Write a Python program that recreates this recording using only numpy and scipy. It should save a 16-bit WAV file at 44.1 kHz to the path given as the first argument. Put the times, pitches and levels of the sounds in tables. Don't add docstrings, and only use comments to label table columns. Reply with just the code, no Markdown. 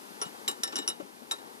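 import sys
import numpy as np
from scipy.fft import rfft, irfft, next_fast_len
from scipy.io import wavfile
from scipy.ndimage import map_coordinates

SR = 44100
rng = np.random.default_rng(int(sys.argv[2]) if len(sys.argv) > 2 else 0)


def int16_out(signal):
    q = np.round(np.clip(np.atleast_2d(signal).T, -1, 1) * 32767)
    wavfile.write(sys.argv[1], SR, q.astype(np.int16))


N = 70560


def ratchet():
    # start_s, pawl_level_db, wheel_level_db, crack_level_db, clank_level_db,
    # brightness_db_per_octave
    contacts = [ (0.2153, -23.5, -40.5, -31.5, -30.5, -3.5), (0.223, -36, -58, -40, -39.5, 8),
                (.2540, -68, -47, -54, -44.5, 1), (0.265, -66, -47.5, -52, -49, 1),
                (0.4784, -45, -27.5, -23, -31, -4.5), (0.4816, -39, -24.5, -25.5, -32.5, 5.5),
                (0.4894, -36.5, -58, -42, -36, 4), (.5130, -60, -39, -35, -42.5, 4.5),
                (.6340, -26.5, -25.5, -24.5, -35.5, -2), (0.6362, -30.5, -32, -24.5, -35, 3),
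                (0.6758, -66, -36, -35, -40.5, -0.5), (0.7242, -57, -52, -37, -37.5, -5),
                (0.7282, -62, -63, -37, -42, -7), (.7570, -18.5, -39, -28.5, -33.5, -6.5),
                (0.7652, -54, -31, -24, -37.5, -2), (.7790, -35.5, -51, -43, -34.5, 0),
                (0.787, -54, -30.5, -32, -40, 1), (.8200, -60, -42, -52, -40.5, -7.5),
                (0.8772, -19.5, -37.5, -24, -32, -2.5), (.8870, -26.5, -33, -46, -58, 5.5),
                (.9010, -62, -32, -42, -41, -1.5), (0.997, -80, -73, -62, -43.5, -7),
                (1.3105, -35, -31.5, -27.5, -35, -7), (1.3125, -40, -26.5, -30, -35.5, 1.5),
                (1.3180, -36, -54, -35, -38, 7.5), (1.3590, -70, -61, -52, -52, 9),
                (1.3850, -70, -51, -58, -56, -10)]
    out = np.zeros((2, N))
    for start_s, pawl_db, wheel_db, crack_db, clank_db, brightness in contacts:
        contact = amp(crack_db) * tooth_crack(brightness)
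        contact += amp(pawl_db) * pawl_ring(brightness)
        contact += amp(wheel_db) * wheel_ring(brightness)
        contact += amp(clank_db) * frame_clank()
        add(out, start_s, contact)
    return out


def tooth_crack(brightness):
    # frequency_hz, relative_level_db
    crack = [(300, -27.5), (1200, -9), (3000, -4), (4700, -2), (6200, -1.5), (8300, -7.5), (10500, -8.5),
             (12500, -9.5), (14800, -22), (16000, -35)]
    return burst(lambda hz: along(crack, hz) + tilt(brightness, hz), attack_s=0.00028, t60_s=0.017)


def pawl_ring(brightness):
    # pitch_hz, level_db, t60_s
    pawl = [(2896, -19, .14), (5585, -1.5, .062), (5800, -3, .018), (6130, -11, .022), (9640, -11, .03),
            (9782, -6, .06), (10215, -14.5, .06), (14300, -24, .055)]
    return ring(pawl, brightness=brightness)


def wheel_ring(brightness):
    # pitch_hz, level_db, t60_s
    wheel = [(1779, -17, .15), (3804, -2, .11), (3850, -10, .12), (5458, -6, .09), (7036, -18, .07),
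             (7432, -4.5, .07), (7560, -13, .04), (9106, -14.5, .1), (12385, -22, .08), (12700, -23, .04),
             (14500, -26, .04)]
    return ring(wheel, brightness=brightness)


def frame_clank():
    # pitch_hz, level_db, t60_s
    frame = [(405, -13, .12), (790, -5, .1), (875, -7, .12), (1124, -3, .1), (1338, -1, .1),
             (2290, -11, .06), (2896, -4, .13), (3150, -11, .05), (3480, -9, .06)]
    # frequency_hz, relative_level_db
    clank = [(60, -49), (150, -18), (350, 2), (600, 1.5), (1100, 3), (1700, -4), (3200, -8.5),
             (6500, -11.5), (10000, -28), (16000, -36)]
    attack_s = 0.0037
    return ring(frame, attack_s) + burst(lambda hz: along(clank, hz), attack_s, t60_s=0.11)


def wheel_after_ring():
    # start_s, level_db
    long_rings = [(0.6354, -38.5), (0.788, -45)]
    # pitch_hz, level_db, t60_s
    long_modes = [(1779, 1.5, .42), (5458, -5, .3)]
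    out = np.zeros((2, N))
    for start_s, level_db in long_rings:
        add(out, start_s, amp(level_db) * ring(long_modes, rough=0.093))
    return out


def gear_rumble():
    # frequency_hz, relative_level_db
    rumble = [(25, -42), (60, -17.5), (120, -15), (165, -9.5), (215, 2), (400, 1), (650, -5.5), (880, -1),
              (1300, -10.5), (2200, -22), (5000, -60)]
    # time_s, level_db
    rumble_level = [(0, -47.5), (.12, -47), (.4, -44.5), (.65, -44.5), (.85, -45.5), (1.1, -50),
                    (1.25, -48.5), (1.42, -44), (1.6, -49.5)]
    swing_db, swing_per_s = 1, 35
    level_db = curve(rumble_level) + swing_db * wobble(swing_per_s)
    return amp(level_db) * noise(lambda hz: along(rumble, hz))


def gear_knocks():
    # start_s, level_db, pitch_hz
    knocks = [(0.104, -41, 222), (.216, -37.5, 390), (0.259, -38.5, 162), (.488, -36, 363),
              (.590, -39, 243), (0.635, -43, 320), (.729, -35, 303), (.765, -40.5, 274),
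              (0.788, -28.5, 300), (.880, -31.5, 343), (.999, -31, 332), (1.001, -33, 583),
              (1.026, -38, 190), (1.132, -44, 148), (1.218, -36, 256)]
    # multiple_of_pitch (ratio), relative_level_db
    knock = [(.3, -34), (.6, -19.5), (1, 6.5), (1.4, -11), (2.4, -17), (4, -26), (10, -66)]
    out = np.zeros((2, N))
    for start_s, level_db, pitch_hz in knocks:
        thud = burst(lambda hz: along(knock, hz / pitch_hz), attack_s=0.0022, t60_s=0.086)
        add(out, start_s, amp(level_db) * thud)
    return out


def water(flutter_db=0.1, flutter_per_s=60):
    # frequency_hz, relative_level_db
    hiss = [(40, -26), (200, -10.5), (900, 5.5), (1600, 4), (2400, -0.5), (5000, -2.5), (7600, -6.5),
            (9800, -3), (12500, -6), (15000, -10.5), (15800, -45)]
    # time_s, level_db
    water_level = [(0, -49.5), (.4, -49), (.85, -52), (1.1, -53.5), (1.3, -52), (1.6, -51.5)]
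    level_db = curve(water_level) + flutter_db * wobble(flutter_per_s)
    return amp(level_db) * noise(lambda hz: along(hiss, hz))


def ring(modes, attack_s=0.00015, rough=0.36, brightness=0):
    scatter_db, rough_per_s = 2.5, 295
    t = np.arange(SR // 4) / SR
    out = np.zeros(len(t))
    for pitch_hz, level_db, t60_s in modes:
        mode_db = level_db + tilt(brightness, pitch_hz) + scatter_db * rng.standard_normal()
        chatter = rough * wobble(rough_per_s, size=len(t))
        phase = 2 * np.pi * (pitch_hz * t + rng.random()) + chatter
        out += amp(mode_db) * blow(t, attack_s, t60_s) * np.sin(phase)
    return out


def burst(colour_db, attack_s, t60_s):
    t = np.arange(SR // 4) / SR
    return blow(t, attack_s, t60_s) * noise(colour_db, size=len(t))


def blow(t, attack_s, t60_s):
    t = np.maximum(t, 0)
    rise = 1 - np.exp(-t / attack_s)
    return rise * np.exp(-np.log(1000) * t / t60_s)


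def tilt(brightness, hz):
    pivot_hz = 5000
    return brightness * np.log2(np.maximum(hz, pivot_hz / 10) / pivot_hz)


def noise(colour_db, size=N):
    # frequency_hz, correlation (-1 to 1)
    alike = [(40, 0.11), (200, 0.95), (450, 0.75), (800, 0.78), (2000, 0.9), (5000, 0.38), (10000, 0.71),
             (15000, 0.42)]

    def mid_side(hz):
        turn = np.arccos(np.clip(along(alike, hz), -1, 1)) / 2
        return amp(colour_db(hz)) * np.array([np.cos(turn), np.sin(turn)])

    mid, side = filtered(rng.standard_normal((2, size)), mid_side)
    pair = np.array([mid + side, mid - side])
    return pair / pair.std()


def wobble(rate, size=N):
    knots = rng.standard_normal(512)
    return map_coordinates(knots, [np.arange(size) * rate / SR], mode="wrap")


def filtered(x, response):
    size = x.shape[-1]
    padded = next_fast_len(size + 2048)
    spectrum = rfft(x, padded) * response(np.fft.rfftfreq(padded, 1 / SR))
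    return irfft(spectrum, padded)[..., :size]


def amp(db):
    return 10 ** (np.asarray(db) / 20)


def along(points, hz):
    f, v = np.transpose(points)
    return np.interp(np.log(hz + 1), np.log(f + 1), v)


def curve(rows):
    return np.interp(np.arange(N) / SR, *np.transpose(rows))


def add(out, start_s, sound):
    part = out[:, round(start_s * SR):][:, :sound.shape[-1]]
    part += sound[..., :part.shape[1]]


def scene():
    return ratchet() + wheel_after_ring() + gear_rumble() + gear_knocks() + water()


def record(dry):
    # frequency_hz, loss_db
    right_loss = [(60, 11.5), (130, 11), (330, 16.5), (430, 22.5), (620, 12.5), (1000, 5), (1700, 0.5),
                  (5500, 0.2), (10000, 2.5), (14500, 5.5)]
    # frequency_hz, lead_radians
    right_lead = [(340, -1.5), (420, 0), (490, 4), (700, 3), (1600, 2.5), (3800, 2.0556), (6500, 1.34),
                  (11000, 1.09)]
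    low_cut_hz, top_hz = 83, 15900

    def right_response(hz):
        return amp(-along(right_loss, hz)) * np.exp(1j * along(right_lead, hz))

    def band(hz):
        low_cut = 1j * hz / (low_cut_hz + 1j * hz)
        return low_cut * (hz < top_hz)

    pair = np.array([dry[0], filtered(dry[1], right_response)])
    return filtered(pair, band)


dry = scene()
out = record(dry)
int16_out(out)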